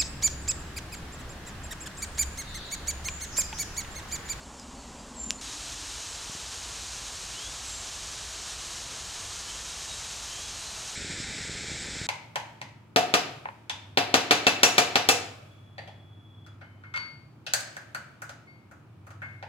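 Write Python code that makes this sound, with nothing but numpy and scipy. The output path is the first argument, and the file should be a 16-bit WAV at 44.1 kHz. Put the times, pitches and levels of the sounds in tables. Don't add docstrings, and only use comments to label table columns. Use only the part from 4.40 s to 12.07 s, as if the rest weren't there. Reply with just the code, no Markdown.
import sys
import numpy as np
from scipy import signal
from scipy.fft import rfft, irfft
from scipy.io import wavfile
from scipy.ndimage import uniform_filter1d

SR = 44100
rng = np.random.default_rng(int(sys.argv[2]) if len(sys.argv) > 2 else 0)


def makeup_ratio(level_db):
    decades = np.asarray(level_db, float) / 20
    return 10 ** decades


def file_out(sig):
    cols = np.atleast_2d(sig).T
    lim = np.clip(cols, -1, 1)
    pcm = np.round(lim * 32767).astype(np.int16)
    wavfile.write(sys.argv[1], SR, pcm)


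N = 338209


def evened(x):
    return x / np.sqrt(np.mean(x ** 2) + 1e-20)


def add(mix, start_s, sound):
    part = mix[round(start_s * SR):][:len(sound)]
    part += sound[:len(part)]


def drift(size, span):
    span = max(int(span), 1)
    smooth = uniform_filter1d(rng.standard_normal(size), span)
    return evened(uniform_filter1d(smooth, span))


def coloured(points, size):
    hz = np.fft.rfftfreq(size, 1 / SR)
    point_hz, point_db = np.transpose(points)
    gain = makeup_ratio(np.interp(np.log(hz + 1), np.log(point_hz + 1), point_db, -120, -120))
    return evened(irfft(rfft(rng.standard_normal(size)) * gain, size))


def resonate(x, hz, width_hz):
    turn = np.exp(2j * np.pi * np.cumsum(hz * np.ones(len(x))) / SR)
    pole = np.exp(-np.pi * width_hz / SR)
    return 2 * (turn * signal.lfilter([1 - pole], [1, -pole], x / turn)).real


def fire(t, spot):
    # (frequency [Hz], level [dB])
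    steam_far = [(760, -29), (1300, -0.5), (2190, -5.5), (2750, -3.5), (3630, -5.5), (5700, -4.5),
                 (7360, -0.5), (11800, -24), (14200, -29), (15100, -35)]
    steam_close = [(590, -12.5), (1000, -5.5), (1510, -4), (1720, -3), (1980, -6), (2160, -5), (3110, -1),
                   (3570, -2), (3910, 0.5), (4850, -1.5), (6590, 2), (8950, -6), (10000, -13.5),
                   (13300, -24), (15100, -39.5)]
    steam_low = [(1150, -13.5), (1500, -2), (2300, 1.5), (2820, -8.5), (3670, -0.5), (4670, -4.5),
                 (5390, -2), (6200, -8), (7350, -1), (8170, -5), (8850, -18), (9400, -16.5), (10000, -22),
                 (15100, -45)]
    # (frequency [Hz], level [dB])
    roar_far = [(8.8, -45), (15, -12), (65, 4), (81, -6), (98, -11), (161, -6.5), (240, -4.5), (325, -12.5),
                (1070, -11), (1400, -23), (1820, -63), (3080, -120)]
    roar_close = [(8.8, -43), (15, -21.5), (54, 2.5), (69, -2), (203, -15), (302, -14.5), (330, -15.5),
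                  (409, -14), (597, -15), (677, -12.5), (1100, -15), (1430, -18), (2420, -120)]
    roar_low = [(8.8, -47), (15, -17), (32, -12), (59, 0.5), (146, -5.5), (545, -12.5), (731, -18.5),
                (802, -14.5), (1060, -21), (1200, -32), (1560, -62), (2640, -120)]
    # (steam [dB], roar [dB], steam growth [dB/s], roar growth [dB/s])
    spot_levels = [
        (-51, -47, 1, 0.5),
        (-39.5, -48, 0.1366, -0.1),
        (-37.5, -45, -0.35, 0.4),
    ]
    # (flame flutter [dB], steam sputter [dB])
    spot_moods = [
        (-0.2, 0.2),
        (0.34, .5),
        (1.8, .5),
    ]

    steam_points = (steam_far, steam_close, steam_low)[spot]
    roar_points = (roar_far, roar_close, roar_low)[spot]
    steam_db, roar_db, steam_growth, roar_growth = spot_levels[spot]
    flutter_db, sputter_db = spot_moods[spot]
    size, since_s = len(t), t - t[0]
    sputter = sputter_db * (drift(size, 860) + 0.27 * drift(size, 90))
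    hiss = evened(coloured(steam_points, size) * makeup_ratio(sputter))
    flames = evened(coloured(roar_points, size) * makeup_ratio(flutter_db * drift(size, 180)))
    hiss = makeup_ratio(steam_db + steam_growth * since_s) * hiss
    return hiss + makeup_ratio(roar_db + roar_growth * since_s) * flames


def drone():
    # (time [s], frequency [Hz], level [dB])
    glide = [
        (0, 252, -61),
        (.3, 256, -55),
        (.9, 223, -49),
        (1.0, 230, -55),
        (1.03, 282, -55),
        (1.5, 280, -61),
    ]
    time_s, glide_hz, glide_db = np.transpose(glide)
    t = np.arange(0, time_s[-1], 1 / SR)
    hz = np.interp(t, time_s, glide_hz)
    tone = resonate(resonate(rng.standard_normal(len(t)), hz, 67), hz, 62)
    return makeup_ratio(np.interp(t, time_s, glide_db)) * evened(tone)


def note(length_s, from_hz, to_hz, slide_s, after_hz_per_s, db, swell):
    t = np.arange(0, length_s, 1 / SR)
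    slide = (from_hz - to_hz) * np.maximum(1 - t / slide_s, 0) ** 1.6
    hz = to_hz + slide + after_hz_per_s * np.maximum(t - slide_s, 0)
    top, start_db, end_db = swell
    rising = t < top * length_s
    away = np.where(rising, 1 - t / (top * length_s), (t / length_s - top) / (1 - top))
    shape_db = np.where(rising, start_db, end_db) * away ** 1.15
    level = makeup_ratio(db + shape_db + 2.4 * drift(len(t), 180)) * signal.windows.tukey(len(t), .15)
    return np.sqrt(2) * level * np.sin(2 * np.pi * np.cumsum(hz) / SR)


def flock():
    # (start [s], length [s], frequency [Hz], level [dB])
    pip_calls = [
        (0, .05, 4385, -59),
        (1.04, .1, 3800, -54),
        (5.275, .06, 3835, -47.5),
        (5.485, .065, 3803, -43.5),
        (5.585, .04, 3805, -52),
        (5.55, .08, 7385, -52),
        (6.255, .045, 4100, -46.5),
        (7.315, .03, 6450, -49),
    ]
    # (start [s], length [s], from [Hz], bottom [Hz], level [dB])
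    hook_calls = [
        (.17, .062, 6300, 4945, -55),
        (.582, .055, 5000, 4765, -57),
    ]
    # (start [s], length [s], from [Hz], to [Hz], level [dB])
    wisp_calls = [
        (.34, .15, 4590, 4310, -62),
        (.73, .17, 4110, 4450, -64),
        (3.05, .08, 3300, 3540, -53),
        (5.15, .09, 3130, 3330, -52),
        (5.88, .23, 2980, 3395, -51),
        (6.2, .07, 3980, 4080, -54),
    ]
    # (start [s], length [s], swoop [s], knee [Hz], level [dB])
    seep_calls = [
        (.742, .269, .06, 7330, -39),
        (1.67, .13, .09, 7440, -46),
        (3.22, .28, .11, 7470, -43),
    ]
    # (start [s], length [s], from [Hz], to [Hz], level [dB])
    slur_calls = [
        (.972, .045, 4080, 4520, -53),
        (2.94, .15, 2790, 3400, -44.5),
        (5.08, .07, 2950, 3250, -49),
        (6.01, .1, 6420, 6280, -48),
        (6.46, .06, 6250, 6180, -51),
    ]
    pip_swell, seep_swell, slur_swell = (.45, -6, -8), (.28, -15, -14), (.38, -8, -14)
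    wisp_swell = (.4, -3, -4)

    birds = np.zeros(N)
    for start_s, length_s, hz, db in pip_calls:
        add(birds, start_s, note(length_s, hz, hz, length_s, 0, db, pip_swell))
    for start_s, length_s, from_hz, bottom_hz, db in hook_calls:
        add(birds, start_s, note(length_s, from_hz, bottom_hz, .55 * length_s, 2500, db, pip_swell))
    for start_s, length_s, from_hz, to_hz, db in wisp_calls:
        add(birds, start_s, note(length_s, from_hz, to_hz, length_s, 0, db, wisp_swell))
    for start_s, length_s, swoop_s, knee_hz, db in seep_calls:
        add(birds, start_s, note(length_s, knee_hz + 780, knee_hz, swoop_s, -1500, db, seep_swell))
    for start_s, length_s, from_hz, to_hz, db in slur_calls:
        add(birds, start_s, note(length_s, from_hz, to_hz, length_s, 0, db, slur_swell))
    return birds


def trees(x, t60_s, wet_db):
    t = np.arange(SR // 2) / SR
    hits = (rng.random(len(t)) < .05) * (t > .008)
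    taps = rng.standard_normal(len(t)) * hits * makeup_ratio(-60 * t / t60_s)
    return x + makeup_ratio(wet_db) * signal.fftconvolve(x, taps / np.linalg.norm(taps))[:len(x)]


def bark_ticks():
    # (time [s], peak [dB], frequency [Hz], width [Hz])
    tick_events = [
        (.1978, -31, 6400, 1500),
        (7.423, -27.5, 5000, 400),
    ]
    ticks = np.zeros(N)
    t = np.arange(400) / SR
    for start_s, db, hz, width_hz in tick_events:
        envelope = np.exp(-np.pi * width_hz * t) * (1 - np.exp(-t / .00009))
        mode = envelope * np.sin(2 * np.pi * hz * t)
        add(ticks, start_s, makeup_ratio(db) * mode / mode.max())
    return ticks


def snap():
    # (frequency [Hz], level [dB])
    knot_colour = [(300, -22), (1000, -17), (1800, -10), (2300, -10), (2800, -2.5), (3400, -4),
                   (4600, -8.5), (6000, 0), (7200, -7), (8400, -8.5), (9400, -21), (10300, -18),
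                   (13000, -33), (15000, -56)]
    # (delay [ms], level [dB])
    bark_bounces = [
        (2.2, -23),
        (3.6, -16),
        (5.2, -24),
        (6.6, -21),
        (11.8, -23),
    ]
    hz = np.fft.rfftfreq(4096, 1 / SR)
    point_hz, point_db = np.transpose(knot_colour)
    log_gain = np.log(makeup_ratio(np.interp(np.log(hz + 1), np.log(point_hz), point_db)))
    log_gain = np.concatenate([log_gain, log_gain[-2:0:-1]])
    crack = np.fft.ifft(np.exp(log_gain - 1j * signal.hilbert(log_gain).imag)).real[:300]
    path = np.zeros(900)
    for delay_ms, loss_db in bark_bounces:
        smear = np.diff(rng.standard_normal(45)) * np.hanning(44) / 4
        add(path, delay_ms / 1000, makeup_ratio(loss_db) * smear)
    path[[0, 18]] = 1, .15
    return makeup_ratio(-5.5) * np.convolve(crack / abs(crack).max(), path)


def flame_puffs():
    # (time [s], peak [dB])
    puff_events = [(1.894, -34), (1.948, -36), (6.644, -32), (6.699, -32.5), (6.737, -33), (6.799, -29),
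                   (6.901, -34), (7.004, -34), (7.093, -28), (7.149, -35), (7.281, -34), (7.314, -31),
                   (7.485, -31.5), (7.564, -31), (7.612, -28)]
    puffs = np.zeros(N)
    puff_ms = 4.4
    u = np.arange(-1.5, 4, 2000 / (puff_ms * SR))
    push = -np.exp(-(u / 0.32) ** 2) + 0.65 * np.exp(-((u - 1.1) / 0.85) ** 2)
    for start_s, db in puff_events:
        add(puffs, start_s, makeup_ratio(db) * (push - push.mean()))
    return puffs


def scene():
    move_times = [
        0,
        1.011,
        6.553,
        7.7,
    ]
    birds = flock()
    snaps = bark_ticks()
    add(snaps, .9066, snap())
    near = flame_puffs()
    add(near, 0, drone())
    for spot, (start_s, end_s) in enumerate(zip(move_times, move_times[1:])):
        here = slice(round(start_s * SR), min(round(end_s * SR), N))
        echoes = trees(birds[here], .35, -7) + trees(snaps[here], .12, -19)
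        add(near, start_s, fire(np.arange(N)[here] / SR, spot) + echoes)
    return np.array([near, near])


def low_pass(x):
    return signal.sosfilt(signal.butter(12, 15170, fs=SR, output="sos"), x)


def record(dry):
    return low_pass(dry)


dry = scene()
out = record(dry)
file_out(out)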